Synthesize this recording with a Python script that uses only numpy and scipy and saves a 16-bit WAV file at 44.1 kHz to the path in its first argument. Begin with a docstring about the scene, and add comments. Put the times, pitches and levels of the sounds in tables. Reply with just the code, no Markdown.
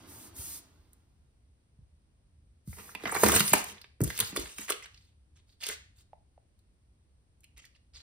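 """Unpacking a carton in a small carpeted room, over the low rumble of the house. First a hand slides
along a cardboard flap with a hiss. Near 3 s it works a bagged ink bottle out of its foam slot: the
bottle scrapes, crunches the foam, squeaks as it sticks and slips, knocks and snaps free. Near 4 s it
bumps on the foam block. The plastic bag crinkles in the hand as its creases buckle. Just after 6 s
the bottle is turned and two bubbles plip in the ink; a few faint crinkles follow."""
import sys
import numpy as np
from scipy import signal
from scipy.fft import rfft, irfft, next_fast_len
from scipy.io import wavfile
from scipy.ndimage import uniform_filter1d

SR = 44100
rng = np.random.default_rng(int(sys.argv[2]) if len(sys.argv) > 2 else 0)


def bounce(signal):
    """Save signal as a 16-bit WAV file at the path given by the first command-line argument."""
    frames = np.transpose(np.atleast_2d(signal))
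    limited = np.clip(frames, -1, 1)
    pcm = np.round(limited * 32767).astype(np.int16)
    wavfile.write(sys.argv[1], SR, pcm)


N = 353682
TIME = np.arange(N) / SR
BAND_EDGES_HZ = np.geomspace(60, 17000, 15)

# Levels in the tables are relative: each function sets the overall loudness of its own sound.
# tone of the quiet house (frequency [Hz], level [dB])
HOUSE_TONE = [(25, -23), (45, -8), (70, -2), (110, -12.5), (170, -20.5), (260, -24.5), (450, -32.5),
              (750, -38.5), (1300, -44), (4500, -48), (7000, -52), (9000, -46.5), (11000, -50.5),
              (12500, -65), (16000, -67)]
# how long the room's echo takes to fade by 60 dB (frequency [Hz], fade time [s])
ROOM_FADE = [(100, .22), (400, .28), (1400, .41), (3700, .43), (9000, .3), (16000, .22)]
# how strongly the walls echo (frequency [Hz], level [dB])
WALL_TONE = [(150, -5.0), (550, -1.5), (5000, 0.81), (11000, -9.5)]
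# notes the packed box rings at (pitch [Hz], level [dB], time to fade by 60 dB [s])
BOX_NOTES = [(76, -13, .14), (108, -12, .12), (210, -5, .25), (262, -7, .1), (350, -11, .14),
             (395, -10, .13), (489, -12, .13), (604, -14, .1), (835, -13, .08), (925, -13, .08),
             (1290, -15, .06), (1590, -14, .06), (2040, -14, .05), (2420, -14, .04)]
# tone of a palm on cardboard (frequency [Hz], level [dB])
PALM_TONE = [(300, -17), (1000, -14), (3000, -12.5), (5500, -7.5), (7200, -3), (8800, -0.5), (10500, -0.5),
             (13000, 2), (16000, -2.5)]
# tone of fingers on the bag (frequency [Hz], level [dB])
FINGER_TONE = [(300, -28.5), (1000, -16.5), (3000, -12), (5500, -8.5), (7200, 1), (8800, -2.5), (10500, -2),
               (13500, 0.5), (16000, -9)]
# tone of the rumbling flap (frequency [Hz], level [dB])
FLAP_TONE = [(40, -44), (80, 11), (170, -1), (310, 5.5), (500, -7.5), (1000, -6.5), (2000, -14.5),
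             (4500, -17), (8000, -21)]
# tone of scraped foam (frequency [Hz], level [dB])
FOAM_TONE = [(100, 1.5), (250, -12), (420, -3.5), (700, -4), (1000, 1), (1600, -3), (2400, -0.5),
             (3000, -9), (6000, -10), (9000, -15.5), (16000, -20)]
# tone of the crinkling bag (frequency [Hz], level [dB])
BAG_TONE = [(200, -58), (300, -35.5), (420, -2), (700, -3.5), (1200, -0.5), (2200, 1.5), (4200, 2),
            (7000, 4.5), (9000, -2.5), (14000, -26.5), (16000, -26.5)]
# the hand strokes the flap and the bag (middle time [s], length [s], level [dB])
HAND_STROKES = [(0.185, 0.24, -51.5), (0.475, 0.26, -42), (2.808, 0.3, -52.5)]
# the hand pauses between strokes; 0 dB is a full stop (time [s], easing time [s], depth [dB])
HAND_PAUSE = [(0.322, 0.042, -8.5)]
# effort of pulling the bottle out (time [s], foam scrape [dB], finger hiss [dB])
PULL_EFFORT = [(3.0, -59, -69.5), (3.052, -50, -61.5), (3.146, -48, -44.5), (3.231, -43.5, -32),
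               (3.236, -28, -31), (3.308, -30.5, -33), (3.366, -30, -27), (3.38, -35.5, -29.5),
               (3.406, -41, -32), (3.42, -44, -40), (3.496, -53.5, -40), (3.51, -47, -41.5)]
# the bottle brushes the foam (time [s], swell time [s], level [dB])
FOAM_BRUSHES = [(2.79, 0.022, -49.5), (2.87, 0.083, -57.5), (2.985, 0.04, -57.5), (3.072, 0.0071, -43.5),
                (3.165, 0.0086, -40.5), (3.55, 0.011, -31), (3.66, 0.13, -54.5), (4.21, 0.025, -41),
                (4.378, 0.11, -51)]
# the bottle crushes foam beads (time [s], level [dB], pitch [Hz])
FOAM_CRUNCHES = [(2.729, -50.5, 650), (2.892, -47, 1300), (2.951, -41, 1000), (3.007, -53, 700),
                 (3.037, -42, 800), (3.0555, -29, 2000), (3.058, -37, 750), (3.066, -39.5, 1500),
                 (3.074, -35, 1450), (3.08, -35, 1200), (3.093, -33.5, 1550), (3.122, -30, 1000),
                 (3.128, -36.5, 700), (3.14, -37.5, 1800), (3.146, -35.5, 1700), (3.151, -26.5, 1050),
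                 (3.158, -33, 800), (3.163, -29.5, 1200), (3.166, -29, 1600), (3.175, -36, 1100),
                 (3.236, -17.5, 800), (3.266, -28.5, 2103), (3.288, -28, 894), (3.297, -28, 1200),
                 (3.338, -27.5, 1500), (3.362, -25.5, 1300), (3.535, -18.5, 834), (4.363, -32.5, 1170),
                 (4.693, -34, 1700), (4.7046, -30.5, 1080)]
# plastic slips on foam or skin (middle time [s], length [s], level [dB], pitch [Hz], glide [Hz/s])
PLASTIC_SQUEAKS = [(3.12, 0.015, -34, 9100, 250000), (3.361, 0.026, -30.5, 4206, 2499),
                   (3.358, 0.024, -23.5, 8600, 4999.5), (3.44, 0.037, -38.5, 14500, 30001),
                   (3.463, 0.029, -32, 10240, 170000), (3.477, 0.035, -32.5, 9796, -80000),
                   (3.494, 0.0092, -32.5, 9670, 130000), (5.699, 0.029, -44, 440, -500)]
# bag and foam snap (time [s], crack [dB], fizz [dB], pitch [Hz])
SHARP_SNAPS = [(0.932, -77, -58.5, 4900), (2.675, -67, -57, 1300), (2.95, -38, -48, 2470),
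               (3.037, -48.5, -51, 3500), (3.055, -38, -50.5, 2950), (3.075, -45, -50, 3400),
               (3.094, -49.5, -47.5, 1510), (3.124, -53.5, -41.5, 1500), (3.146, -39, -38, 4500),
               (3.151, -40, -37, 1998), (3.235, -19.5, -20, 1230), (3.237, -28, -30, 1287),
               (3.263, -28, -27.5, 2200), (3.286, -28, -24, 1340), (3.319, -29.5, -26, 2800),
               (3.356, -43, -26.5, 3400), (3.361, -35, -23.5, 3680), (3.396, -25, -25, 3420),
               (3.405, -20.5, -25.5, 2470), (3.479, -32, -31.5, 4800), (3.5328, -27, -17, 2330),
               (3.5357, -20, -17.5, 2180), (3.642, -53, -39, 1900), (3.781, -52.5, -83, 2760),
               (3.815, -49, -57, 3950), (3.843, -48.5, -78, 1767), (4.006, -43, -46, 1030),
               (4.015, -48.5, -37, 1190), (4.037, -66, -30, 1060), (4.043, -48, -32.5, 1040),
               (4.077, -47.5, -40.5, 1600), (4.103, -33, -46.5, 1870), (4.177, -41.5, -36, 3150),
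               (4.19, -34.5, -30, 3114), (4.202, -29.5, -22, 4060), (4.206, -29.5, -31, 2970),
               (4.226, -37.5, -51, 1260), (4.362, -35.5, -31, 1130), (4.37, -32, -33, 4150),
               (4.396, -45, -38.5, 2920), (4.458, -46, -63, 2460), (4.471, -49.5, -60, 2010),
               (4.584, -39, -39, 1870), (4.682, -41, -45, 1940), (4.692, -37, -40, 1860),
               (4.7, -33, -28, 2270), (4.704, -34.5, -25.5, 1310), (4.721, -31, -37, 2516),
               (4.825, -55, -55, 2130), (4.858, -47, -55.5, 2370), (4.944, -55.5, -71.5, 4730),
               (4.976, -57, -87.5, 4520), (5.372, -70.5, -73, 2424), (5.628, -45, -61, 1606),
               (5.634, -42, -49.5, 2500), (5.6365, -36, -38.5, 4700), (5.66, -42, -50, 4500),
               (5.667, -39, -33.5, 2870), (5.688, -37.5, -31.5, 2900), (6.591, -75.5, -71.5, 3960),
               (7.406, -89.5, -64.5, 2010), (7.434, -73, -71.5, 4400), (7.442, -65, -57.5, 4200),
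               (7.578, -56.5, -54.5, 2380), (7.653, -57, -57, 4010)]
# soft bumps on foam and card (time [s], level [dB], starting pitch [Hz])
SOFT_BUMPS = [(0.391, -40, 100), (1.787, -49.5, 151), (1.824, -51, 93), (2.676, -35.5, 200),
              (2.689, -36.5, 105), (2.955, -45.5, 297), (3.039, -31, 456), (3.056, -40, 344),
              (3.127, -32.5, 600), (3.152, -39, 650), (3.164, -27, 513), (3.234, -10, 615),
              (3.263, -19.5, 440), (3.292, -39, 398.3), (3.298, -36, 177), (3.331, -23, 650),
              (3.363, -25.5, 290), (3.364, -33, 809), (3.405, -26.5, 219), (3.521, -30, 201),
              (3.535, -16.5, 950), (3.5388, -22.5, 387), (4.0061, -22, 420), (4.015, -18.5, 163),
              (4.029, -24, 410), (4.058, -33, 90), (4.075, -37, 475), (4.205, -39, 610),
              (4.225, -38.5, 143), (4.329, -37, 304), (4.356, -42, 420), (4.375, -26, 496),
              (4.392, -33, 415), (4.384, -40.5, 71), (4.436, -43, 86), (4.592, -40.5, 328),
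              (4.704, -25.5, 605), (5.668, -48.5, 548), (5.693, -51, 538.6), (7.565, -55, 70.27),
              (7.93, -52.5, 59.9)]
# fingers squeeze the bag (time [s], swell time [s], crinkle [dB], finger hiss [dB], pitch [Hz])
BAG_GRIPS = [(3.56, 0.059, -44, -37.5, 2182), (3.691, 0.035, -56.5, -49, 2170),
             (4.09, 0.052, -57, -45.5, 2000), (4.201, 0.056, -51.5, -44.5, 3208),
             (4.28, 0.035, -54, -45, 4600), (4.391, 0.04, -55, -43, 3900),
             (4.48, 0.075, -62.5, -49.5, 2690), (4.616, 0.046, -59, -42, 2317),
             (4.7, 0.026, -53, -50, 2530), (4.838, 0.011, -57.5, -70, 2189),
             (4.975, 0.13, -76, -77.5, 4070), (5.378, 0.024, -73, -86, 2984),
             (5.51, 0.038, -76.5, -75, 4500), (5.614, 0.0073, -66, -68, 4000),
             (5.635, 0.028, -51.5, -53, 2400), (5.704, 0.043, -49.5, -43.5, 1896),
             (5.995, 0.032, -74.5, -64.5, 4320), (7.587, 0.018, -62.5, -72, 2700),
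             (7.645, 0.028, -68, -76, 2910), (7.757, 0.013, -72.5, -83.5, 4327),
             (7.961, 0.022, -58, -71, 4400), (8.0, 0.019, -64.5, -72, 4410)]
# tight patches of the bag pop through (time [s], level [dB], pitch [Hz])
BAG_PINGS = [(2.951, -33.5, 2380), (4.824, -45.5, 2150), (4.843, -56.5, 2222), (5.635, -35.5, 2497),
             (5.637, -34, 4740), (5.668, -38, 2800), (5.699, -34.5, 1788), (7.434, -60, 2467),
             (7.443, -54, 2830), (7.583, -56.5, 2150), (7.641, -52.5, 1955), (7.75, -60.5, 2840)]
# bubbles break in the ink (time [s], level [dB], pitch [Hz])
INK_PLIPS = [(6.132, -39.5, 823), (6.378, -48.5, 760)]


def from_db(db):
    """Turn decibels into a factor to multiply by."""
    return 10 ** (np.asarray(db) / 20)


def rms_one(x):
    """Scale a signal to an average strength (rms) of 1."""
    return x / np.sqrt(np.mean(x ** 2) + 1e-20)


def at_hz(table, hz):
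    """Read a table between its rows, with the octaves evenly spaced."""
    table = np.array(table)
    return np.interp(np.log(hz + 1e-9), np.log(table[:, 0]), table[:, 1])


def band(x, low_hz, high_hz):
    """Keep the part of a sound between two frequencies."""
    return signal.sosfilt(signal.butter(2, [low_hz, high_hz], "band", fs=SR, output="sos"), x + 1e-18)


def coloured(x, tone):
    """Give noise the tone in a table, at strength 1."""
    size = next_fast_len(N)
    hz = np.arange(size // 2 + 1) * SR / size
    return rms_one(irfft(rfft(x, size) * from_db(at_hz(tone, hz)), size)[:N])


def ring(x, hz, fade_s):
    """Each click starts a pure note that fades by 60 dB in fade_s."""
    decay, step = from_db(-60 / (fade_s * SR)), 2 * np.pi * hz / SR
    return signal.lfilter([0, np.sin(step)], [1, -2 * decay * np.cos(step), decay ** 2], x + 1e-18)


def resonate(x, hz, q):
    """Bring out one pitch, which may move; a higher q rings longer."""
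    turn = np.exp(2j * np.pi * np.cumsum(hz * np.ones(len(x))) / SR)
    decay = np.exp(-np.pi * np.mean(hz) / (q * SR))
    return 2 * np.real(turn * signal.lfilter([1 - decay], [1, -decay], x / turn))


def add(out, s, sound):
    """Mix a sound in, starting at s seconds."""
    start = round(s * SR)
    out[start:start + len(sound)] += sound[:N - start]


def wander(samples):
    """A random drift of strength 1, smoothed over this many samples."""
    drift = uniform_filter1d(uniform_filter1d(rng.standard_normal(N + SR), samples), samples)
    return rms_one(drift[SR // 2:SR // 2 + N])


def effort(column):
    """Loudness curve of the pull; silent before and after it."""
    rows = np.array(PULL_EFFORT)
    return from_db(np.interp(TIME, rows[:, 0], rows[:, column], left=-np.inf, right=-np.inf))


def arches(rows, ends_db=-20.5, flatness=7.8):
    """Loudness curve of strokes that speed up, hold steady and slow down."""
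    out = np.zeros(N)
    for s, length, db in rows:
        off_middle = np.minimum(np.abs(2 * (TIME - s) / length), 2)
        out += from_db(db + ends_db * off_middle ** flatness) * (off_middle < 2)
    return out


def swells(rows, roundness=3.8, fall_ratio=0.98):
    """Loudness curve of touches that build to a peak and ease off."""
    out = np.zeros(N)
    for s, rise_s, db in rows:
        off_peak = np.abs(TIME - s) / np.where(TIME < s, rise_s, rise_s * fall_ratio)
        out += from_db(db) * np.exp(-off_peak ** roundness)
    return out


def grains(per_s, spread_db):
    """Tiny slips, each with its own size and tone, evened out to a steady loudness."""
    clicks = (rng.random(N) < per_s / SR) * from_db(spread_db * np.minimum(rng.exponential(1, N), 4))
    slips = sum(band(clicks * rng.standard_normal(N), low, high)
                for low, high in zip(BAND_EDGES_HZ, BAND_EDGES_HZ[1:]))
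    return slips / np.sqrt(np.abs(uniform_filter1d(slips ** 2, size=1500)) + 1e-12)


def background(unsteady_db=1.5):
    """The house rumbles unsteadily in both ears, under a faint hiss from all around."""
    middle = coloured(rng.standard_normal(N), HOUSE_TONE)
    side = coloured(rng.standard_normal(N), HOUSE_TONE)
    side = from_db(-13) * side + band(side, 450, 16000)
    middle += band(middle, 25, 300) * (from_db(unsteady_db * wander(3500)) - 1)
    return from_db(-64.3) * (middle + side * [[1], [-1]])


def echoes(places, box_fade_s=0.032, scatter_hz=1000, tail_db=-4.0, alike_hz=350, width=1.25):
    """Echoes of a click at each place: the box walls scatter the treble, then the room dies away."""
    t = TIME[:SR // 3]
    out = np.zeros((places, 2, len(t)))
    early = from_db(-60 * t / box_fade_s) * (t > .001)
    for low, high in zip(BAND_EDGES_HZ, BAND_EDGES_HZ[1:]):
        hz = np.sqrt(low * high)
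        # the bass is more alike in the two ears
        apart = width * (hz ** 2 + alike_hz ** 2 / 2) / (hz ** 2 + alike_hz ** 2)
        share = np.sqrt(2 * (high - low) / SR / len(t))   # wider bands carry more energy
        tail = from_db(-60 * t / at_hz(ROOM_FADE, hz)) * (t > .0034)
        for fade, gain in ((early, hz ** 2 / (hz ** 2 + scatter_hz ** 2)), (tail, from_db(tail_db))):
            noises = rng.standard_normal((2, places, 1, len(t)))
            middle, side = (rms_one(band(noise * fade, low, high)) for noise in noises)
            stereo = np.sqrt(1 - apart / 2) * middle + np.sqrt(apart / 2) * side * [[1], [-1]]
            out += gain * from_db(at_hz(WALL_TONE, hz)) * share * stereo
    return out


def room(x, left_lag_s=0.000045, places=5, place_s=.06):
    """Sound from the hands reaches the right ear first; the echoes change as the hands move."""
    bass = signal.lfilter(*signal.butter(1, 400, fs=SR), x)   # long waves bend round to both ears
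    left = np.roll(bass + from_db(-3.5) * (x - bass), round(left_lag_s * SR))
    right = bass + from_db(1.45) * (x - bass)
    out = np.array([left, right])
    for k, echo in enumerate(echoes(places)):
        away = np.abs((TIME / place_s - k + places / 2) % places - places / 2)
        nearness = np.sqrt(np.maximum(1 - away, 0))
        out += signal.oaconvolve((x * nearness)[None], echo, axes=1)[:, :N]
    return out


def carton(force, ring_db):
    """The packed box passes a push on and rings with its own notes."""
    notes = sum((-1) ** k * from_db(db) * ring(force, hz, fade_s)
                for k, (hz, db, fade_s) in enumerate(BOX_NOTES))
    return force + from_db(ring_db) * notes


def closed_hand(x, from_s=4.3, above_hz=9800, treble_db=-5):
    """The hand closes round the bag and dulls the highest treble."""
    treble = signal.sosfiltfilt(signal.butter(4, above_hz, "high", fs=SR, output="sos"), x)
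    closed = np.clip((TIME - from_s) / .05, 0, 1)
    return x + (from_db(treble_db) - 1) * closed * treble


def palm_slide():
    """Skin sliding over card and plastic makes a fine hiss."""
    return from_db(-1) * coloured(grains(per_s=28000, spread_db=3), PALM_TONE) * arches(HAND_STROKES)


def finger_rub(spurt_db=1.8):
    """The bag drags under the fingers in spurts, each part of the treble in its own time."""
    slips, edges = grains(per_s=9800, spread_db=3.5), np.geomspace(2500, 17000, 9)
    spurts = sum(band(slips, low, high) * from_db(spurt_db * wander(220))
                 for low, high in zip(edges, edges[1:]))
    hiss = coloured(band(slips, 200, edges[0]) + spurts, FINGER_TONE)
    grips = swells((s, swell_s, db) for s, swell_s, _, db, _ in BAG_GRIPS)
    return hiss * (from_db(2) * effort(column=2) + from_db(-1) * grips)


def flap_rumble(let_go_s=0.36, settle_db_per_s=32.5):
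    """The flap rumbles while it is pushed, then swings out and settles."""
    rumble = coloured(grains(per_s=6000, spread_db=-3), FLAP_TONE)
    loudness = from_db(-55.5 - settle_db_per_s * np.maximum(TIME - let_go_s, 0))
    return rumble * loudness * (1 - swells(HAND_PAUSE))


def ink_plips(fade_s=.018, click_db=-15):
    """A bubble breaks in the ink with a tiny click and briefly rings the bottle."""
    out, pop = np.zeros(N), signal.unit_impulse(SR // 10)
    click = ring(pop, 1900, 0.0023) - ring(pop, 3000, 0.00071)
    for s, db, hz in INK_PLIPS:
        bottle = ring(pop, hz * 1.004, fade_s) - 0.82 * ring(pop, hz * 0.74, fade_s)
        add(out, s, from_db(db) * (bottle + from_db(click_db) * click))
    return out


def bag_crinkle(slack_hz=2800, tight_db_per_octave=4, flex_octaves=.17):
    """Creases buckle and ring the bag; tighter plastic rings higher and more, and crackles less."""
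    s, swell_s, db, _, hz = np.transpose(BAG_GRIPS)
    ring_hz = np.interp(TIME, s, hz) * 2 ** (flex_octaves * wander(500))
    creases = coloured(grains(per_s=1400, spread_db=4.6), BAG_TONE)
    ringing = rms_one(resonate(band(creases, 1000, 6300), ring_hz, q=3.2))
    tight = from_db(tight_db_per_octave * np.log2(ring_hz / slack_hz))
    return (from_db(3) * creases / tight + from_db(-4) * ringing * tight) * swells(zip(s, swell_s, db))


def bag_pings(decay_s=0.0016):
    """A tight patch of the bag flips over with a short, roughly pitched tick."""
    out, t = np.zeros(N), TIME[:SR // 20]
    for s, db, hz in BAG_PINGS:
        flutter = band(rng.standard_normal(len(t)) * np.exp(-t / decay_s), hz * .7, hz * 1.3)
        add(out, s, from_db(db - 14.5) * rms_one(resonate(flutter, hz, q=11)))
    return out


def foam_scrape(hard_pull_db=-25, shake_growth=0.23):
    """Foam beads catch and let go of the bottle; the harder the pull, the more the box shakes."""
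    slips = coloured(grains(per_s=1000, spread_db=3.5), FOAM_TONE)
    pull = from_db(1) * effort(column=1) + swells(FOAM_BRUSHES)
    scrape = rms_one(carton(slips, ring_db=-33.5))
    shake = rms_one(carton(band(slips, 62, 670), ring_db=-25.5))
    shake *= (pull / from_db(hard_pull_db)) ** shake_growth
    return pull * (from_db(-2) * scrape + from_db(-6) * shake)


def foam_crunches(decay_s=0.0028, top_hz=2400):
    """A cluster of beads gives way and rings the foam block, which swallows the treble."""
    out, t = np.zeros(N), TIME[:SR // 20]
    muffle = signal.ellip(4, 1, 30, top_hz, fs=SR, output="sos")
    for s, db, hz in FOAM_CRUNCHES:
        slips = band(rng.standard_normal(len(t)) * np.exp(-t / decay_s), 380, 7300)
        crunch = signal.sosfilt(muffle, from_db(-5) * slips + resonate(slips, hz, q=4.3))
        add(out, s, from_db(db - 11) * rms_one(crunch))
    return carton(out, ring_db=-52)


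def squeaks(waver=0.025, flicker_db=4.0):
    """Plastic sticks and slips so fast that it sings a shaky note, gliding with the sliding speed."""
    pitch_drift, level_drift = rms_one(band(rng.standard_normal((2, N)), 80, 900))
    out = np.zeros(N)
    for s, length, db, hz, glide in PLASTIC_SQUEAKS:
        pitch = hz + glide * np.clip(TIME - s, -length / 2, length / 2)
        phase = 2 * np.pi * np.cumsum(pitch * (1 + waver * pitch_drift)) / SR
        out += arches([(s, length, db)]) * np.sin(phase)
    return out * from_db(flicker_db * level_drift)


def snaps(lead_s=.008, give_s=0.0013, decay_s=0.0016, knock_loss_db_per_octave=9.5):
    """Bag or foam gives a little, then lets go in a burst of uneven slips."""
    out, t = np.zeros(N), TIME[:SR // 20] - lead_s
    give = from_db(-12) * np.exp(-np.abs(t) / give_s)
    release = np.exp(-np.abs(t) / (decay_s * np.array([[1.6], [1.2], [1.1]])))   # lows last longest
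    for s, crack_db, fizz_db, hz in SHARP_SNAPS:
        noise = rng.standard_normal((3, len(t)))
        low, middle, high = noise * np.abs(noise) ** 1.2 * np.where(t < 0, give, release)
        knock, crack, fizz = band(low, 300, 950), band(middle, 1000, 6000), band(high, 7700, 15000)
        knock = knock / 2 + resonate(knock, hz=450, q=3.6)   # the hollow of the box
        crack = crack / 8 + band(crack, hz * 0.36, hz * 1.7) / 2 + resonate(crack, hz, q=3)
        # stiff, low-pitched parts knock the box; light plastic hardly does
        knock_db = crack_db - knock_loss_db_per_octave * np.log2(hz / 970)
        for part, db in ((knock, knock_db - 16), (crack, crack_db - 11.5), (fizz, fizz_db - 8)):
            add(out, s - lead_s, from_db(db) * rms_one(part))
    return carton(out, ring_db=-56)


def bumps(rise_cycles=0.75, end_pitch_ratio=.6):
    """The foam gives under a blow: a few swings that sink in pitch as the contact relaxes."""
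    out, t = np.zeros(N), TIME[:SR // 8]
    for s, db, hz in SOFT_BUMPS:
        age = t * hz / rise_cycles
        pitch = hz * (end_pitch_ratio + (1 - end_pitch_ratio) * np.exp(-age / 2))
        phase = 2 * np.pi * np.cumsum(pitch) / SR
        add(out, s, from_db(db + 1.5) * age * np.exp(1 - age) * np.sin(phase))
    return carton(band(out, 30, 6000), ring_db=-50)


def scene():
    """All the unpacking sounds in the room; the ink is held close, so it has less echo."""
    handling = palm_slide() + finger_rub() + flap_rumble() + foam_scrape() + foam_crunches()
    handling += bag_crinkle() + snaps() + bag_pings() + bumps() + squeaks()
    ink = ink_plips()
    return room(closed_hand(handling) + from_db(-3.5) * ink) + from_db(-5.5) * ink + background()


def record(dry, dull_hz=14000, shared_hz=6900, lag_s=0.000215, ceiling=0.74, cutoff_hz=16000):
    """The right side's treble also feeds the left, a moment later; the top fades, peaks are rounded."""
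    size = next_fast_len(N + 100)
    hz = np.arange(size // 2 + 1) * SR / size
    left, right = rfft(dry, size) / np.sqrt(1 + (hz / dull_hz) ** 6)
    own_share = np.maximum(1 / (1 + (hz / shared_hz) ** 12), 0.11)
    late_right = right * np.exp(-2j * np.pi * hz * lag_s)
    left = np.sqrt(own_share) * left + np.sqrt(1 - own_share) * late_right
    stereo = irfft(np.array([left, right]), size)[:, :N]
    rounded = ceiling * np.tanh(stereo / ceiling)
    return signal.sosfilt(signal.ellip(10, .2, 80, cutoff_hz, fs=SR, output="sos"), rounded)


dry = scene()
out = record(dry)
bounce(out)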